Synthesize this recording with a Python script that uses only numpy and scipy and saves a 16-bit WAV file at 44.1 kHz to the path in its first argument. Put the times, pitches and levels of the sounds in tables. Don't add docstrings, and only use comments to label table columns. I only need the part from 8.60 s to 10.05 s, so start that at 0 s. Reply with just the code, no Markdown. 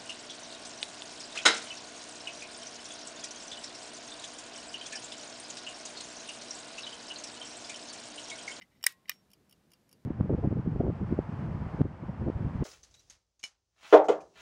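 import sys
import numpy as np
from scipy import signal
from scipy.fft import rfft, irfft
from scipy.io import wavfile
from scipy.ndimage import uniform_filter1d

SR = 44100
rng = np.random.default_rng(int(sys.argv[2]) if len(sys.argv) > 2 else 0)


def to_wav(sig):
    pcm = np.clip(np.atleast_2d(sig), -1, 1) * 32767
    pcm = np.round(pcm).astype(np.int16)
    wavfile.write(sys.argv[1], SR, pcm.T)


def volts_from_decibels(level):
    exponent = np.asarray(level, float) / 20
    return 10 ** exponent


N = 63945

# (frequency [Hz], level [dB per Hz])
AIR_COLOUR = [(15, -36), (25, -5), (200, -2), (1290, -17), (1610, -17.5), (2000, -19), (2690, -21.5),
              (3720, -22), (16000, -31.5)]
# (frequency [Hz], width [Hz], level [dB])
MACHINERY = [(194, 13, -76), (133, 20, -86.5)]
# (frequency [Hz], level [dB])
WALL_COLOUR = [(500, -20.5), (1200, -2.5), (2200, 2.5), (6000, -3), (16000, -11.5)]
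# (time [s], frequency [Hz], level [dB], t60 [s], damped after [s])
SINGING_SPRINGS = [
    (0.265, 1069, -68.5, .9, 0.38),
    (.266, 1905, -45.5, .2, 0.12),
    (0.267, 3790, -61.5, .2, 0.12),
    (.266, 5500, -60, .15, 0.047),
    (.531, 5550, -64.5, .4, 0.078),
]
# (frequency [Hz], level [dB])
SMALL_PARTS_COLOUR = [(700, -31.5), (1400, -16.5), (2500, 0), (6000, -2), (11000, -1), (16000, 2)]
# (time [s], level [dB], chatter [s], brightness [dB per octave])
FINGER_TOUCHES = [(.0119, -53, 0.0019, -5.5), (.0172, -45.5, 0.0028, -2.5), (.0215, -48, 0.0032, 2),
                  (.0275, -66, 0.0027, 0), (.0345, -64.5, 0.0067, -11), (.108, -66.5, .03, -2),
                  (.15, -66, 0.032, 4), (.209, -62.5, 0.0053, 1.5), (.4557, -59, 0.00072, -7),
                  (.4838, -45.5, 0.0018, 3), (.5152, -40, .0018, -1)]
# (time [s], level [dB], chatter [s], brightness [dB per octave])
CROWN_PRESS = [
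    (.2275, -49, .0012, 4),
    (.2392, -29, 0.0013, 2.5),
    (.2445, -40.5, 0.00078, -2),
]
# (time [s], level [dB], chatter [s], brightness [dB per octave])
LEVER_SNAP = [
    (.2637, -31.5, 0.00043, 4),
    (.2656, -12.5, 0.00093, 1.5),
    (.2685, -25, .0005, -1),
    (.2935, -56, .002, -1.5),
    (.3222, -62.5, 0.0018, 9),
]
# (time [s], level [dB], chatter [s], brightness [dB per octave])
CROWN_RELEASE = [
    (.478, -60, .006, 1),
    (.493, -50, 0.00063, 1),
    (.495, -27.5, 0.001, 3.5),
    (.5025, -48, .002, -2),
]
# (time [s], level [dB], chatter [s], brightness [dB per octave])
ESCAPEMENT_TICKS = [(.7025, -70, .002, 1), (.7138, -63.5, 0.0029, 1.4), (.7322, -55.5, 0.0035, -0.57),
                    (.8944, -67, 0.0025, 2.8), (.9085, -62.5, 0.0037, 1.2), (.9245, -58, .003, 0.32),
                    (1.103, -74.5, 0.0033, 2), (1.1165, -60, 0.0031, 0), (1.1333, -56, 0.0025, -0.44),
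                    (1.2915, -67.5, 0.0015, 3), (1.3119, -64, .003, 0.77), (1.3274, -57.5, 0.0017, 1.25)]
# (frequency [Hz], level [dB], t60 [s])
TOUCH_CASE_MODES = [(1790, -10, .015), (2030, 1, .025), (2340, -4, .025), (2910, -4.5, 0.017),
                    (3100, -8, 0.03), (3770, -8.5, .02), (4700, -13, .015), (5500, -10.5, 0.036),
                    (8600, -28.5, 0.025)]
PRESS_CASE_MODES = [(1240, -20.5, .014), (1900, -3, .015), (2380, -5.5, .022), (2937, 1.5, .02),
                    (3710, -15.5, 0.026), (4678, -9, .025), (5340, 2.5, .018), (5550, -1.5, .028),
                    (7337, -10.5, .01), (8400, -9, .01), (11000, -13.5, .01), (11770, -8.5, .008),
                    (13400, -16.5, .008), (15500, -9.5, .01)]
SNAP_CASE_MODES = [(850, -38.5, .012), (1460, -19, 0.0082), (1905, 1, 0.014), (2282, -5.5, 0.016),
                   (2980, -13.5, .02), (3790, -19, .035), (5050, -5, .012), (5500, -6.5, 0.015),
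                   (8730, -2, 0.0058), (10100, -9, 0.0063), (11450, -10, 0.0057), (13330, -16, 0.016),
                   (14450, -10, 0.0053), (15460, -17.5, 0.0077)]
RELEASE_CASE_MODES = [(1226.5, -13, 0.048), (1757, 3, 0.012), (2030, -16.5, 0.075), (2430, -2.5, 0.038),
                      (2890, 4, 0.017), (3780, -9, 0.025), (4550, 6, 0.004), (5630, -15, 0.02),
                      (5840, -15.5, 0.031), (7770, -12.5, 0.024), (8500, -22, .008), (11870, -4, .006),
                      (12450, -35.5, .01), (15240, -22, .008)]
TICK_CASE_MODES = [(2355, -6, 0.013), (2790, -9.5, 0.062), (3023, -0.5, 0.016), (4724, -10.5, .07),
                   (5250, -1.5, 0.025), (5550, -2, 0.032), (6430, -4, 0.0083), (7245, -7.5, 0.013),
                   (8920, 1.5, 0.0057), (9890, -7.5, 0.018), (10430, -8, .035), (12700, -1, 0.0069),
                   (13300, -5, 0.005), (14500, -2, 0.012)]

AIR_DB, AIR_PATCHY_DB = -71, 3
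WALLS_DB, WALLS_T60_S = -34.5, 0.34
NEAR_DB, NEAR_T60_S = -21.5, 0.027
MODAL_ECHO_DB = -5.5
GATE_S, GATE_FALL_S = 0.06, 0.05
CHATTER_PER_S, CHATTER_SPREAD_DB = 9000, 4.0
MODE_SPREAD_DB = 2.0
SMALL_PARTS_T60_S = 0.014
BODY_LOW_HZ = 700


def rms_one(x):
    return x / np.sqrt(np.mean(x ** 2) + 1e-20)


def colour(x, points):
    hz, db = np.transpose(points)
    f = np.maximum(np.arange(len(x) // 2 + 1) * SR / len(x), 1)
    gain = volts_from_decibels(np.interp(np.log(f), np.log(hz), db))
    return irfft(rfft(x) * gain, len(x))


def ring(clicks, hz, t60):
    radius = volts_from_decibels(-60 / (t60 * SR))
    angle = 2 * np.pi * hz / SR
    return signal.lfilter([0, np.sin(angle)], [1, -2 * radius * np.cos(angle), radius * radius], clicks + 1e-18)


def machinery():
    hum = np.zeros(N)
    for hz, width, db in MACHINERY:
        hum += volts_from_decibels(db) * rms_one(ring(rng.standard_normal(N), hz, 0.96 / width))
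    return hum


def room_air():
    drift = rms_one(uniform_filter1d(rng.standard_normal(N), size=SR // 20))
    air = rms_one(colour(rng.standard_normal(N), AIR_COLOUR))
    low = signal.sosfilt(signal.butter(2, 600, fs=SR, output="sos"), air)
    return volts_from_decibels(AIR_DB) * (air + low * (volts_from_decibels(AIR_PATCHY_DB * drift) - 1))


def room_answer(x):
    t = np.arange(SR // 3) / SR
    gate = 1 / (1 + np.exp(np.clip((t - GATE_S) / GATE_FALL_S * 4, -50, 50)))
    walls = volts_from_decibels(WALLS_DB - 60 * t / WALLS_T60_S) * gate
    near = volts_from_decibels(NEAR_DB - 60 * t / NEAR_T60_S)
    decay = (walls + near) * (t > 0.002) / 10
    envelope = np.sqrt(np.abs(signal.fftconvolve(x ** 2, decay ** 2)[:N]))
    diffuse = envelope * rms_one(colour(rng.standard_normal(N), WALL_COLOUR))
    modal = signal.fftconvolve(x, decay * rng.standard_normal(len(t)))[:N]
    return diffuse + volts_from_decibels(MODAL_ECHO_DB) * modal


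def singing_springs():
    t = np.arange(N) / SR
    tones = np.zeros(N)
    for s, hz, db, t60, length in SINGING_SPRINGS:
        decay = volts_from_decibels(db - 60 * np.maximum(t - s, 0) / t60) * (t > s)
        damping = np.clip((s + length - t) / 0.023 + 1, 0, 1)
        tones += decay * damping * np.sin(2 * np.pi * hz * (t - s))
    return tones


def tilt(hz, db_per_octave):
    return db_per_octave * np.log2(max(hz, 2000) / 3000)


def click_chatter(t, length):
    sizes = volts_from_decibels(CHATTER_SPREAD_DB * rng.standard_normal(len(t))) * rng.choice([-1, 1], len(t))
    born = rng.random(len(t)) < CHATTER_PER_S / SR
    chatter = sizes * born * np.sqrt(t / length) * np.exp(-(t / length) ** 2)
    return chatter / np.sqrt(np.sum(chatter ** 2) + 1e-20)


def small_parts(chatter, t, tilt_db, fine_db):
    tilted = [(hz, db + tilt(hz, tilt_db)) for hz, db in SMALL_PARTS_COLOUR]
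    burst = colour(rng.standard_normal(len(t)), tilted) * volts_from_decibels(fine_db - 60 * t / SMALL_PARTS_T60_S)
    return signal.fftconvolve(chatter, burst)[:len(t)]


def case_ring(chatter, modes, tilt_db):
    sound = np.zeros(len(chatter))
    spread = MODE_SPREAD_DB * rng.standard_normal(len(modes))
    for k, ((hz, db, t60), own_db) in enumerate(zip(modes, spread)):
        mode = ring(chatter, hz, t60)
        even = np.sqrt(SR * t60 / 27.6 / np.sum(mode ** 2))
        sound += (-1) ** k * even * volts_from_decibels(db + own_db + tilt(hz, tilt_db)) * mode
    return sound


def contacts(rows, modes, fine_db):
    out = np.zeros(N + SR)
    t = np.arange(SR // 4) / SR
    for s, db, length, tilt_db in rows:
        chatter = click_chatter(t, length)
        sound = small_parts(chatter, t, tilt_db, fine_db) + case_ring(chatter, modes, tilt_db)
        start = int(s * SR)
        out[start:start + len(t)] += volts_from_decibels(db) * sound
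    return out[:N]


def finger_touches():
    return contacts(FINGER_TOUCHES, TOUCH_CASE_MODES, fine_db=-19.5)


def crown_press():
    return contacts(CROWN_PRESS, PRESS_CASE_MODES, fine_db=-4.5)


def lever_snap():
    return contacts(LEVER_SNAP, SNAP_CASE_MODES, fine_db=-10.5)


def crown_release():
    return contacts(CROWN_RELEASE, RELEASE_CASE_MODES, fine_db=-5.5)


def escapement():
    return contacts(ESCAPEMENT_TICKS, TICK_CASE_MODES, fine_db=-3.0)


def stopwatch():
    clicks = finger_touches() + crown_press() + lever_snap() + crown_release() + escapement()
    return signal.sosfilt(signal.butter(3, BODY_LOW_HZ, "high", fs=SR, output="sos"), clicks)


def scene():
    watch = stopwatch()
    background = room_air() + machinery()
    return (watch + singing_springs() + room_answer(watch) + background)[None]


def low_pass(x):
    return signal.sosfilt(signal.butter(12, 16680, fs=SR, output="sos"), x)


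def record(dry):
    mix = signal.sosfilt(signal.cheby2(16, 70, 16350, fs=SR, output="sos"), dry)
    mix = signal.sosfilt(signal.butter(2, 45, "high", fs=SR, output="sos"), mix)
    return low_pass(mix)


dry = scene()
out = record(dry)
to_wav(out)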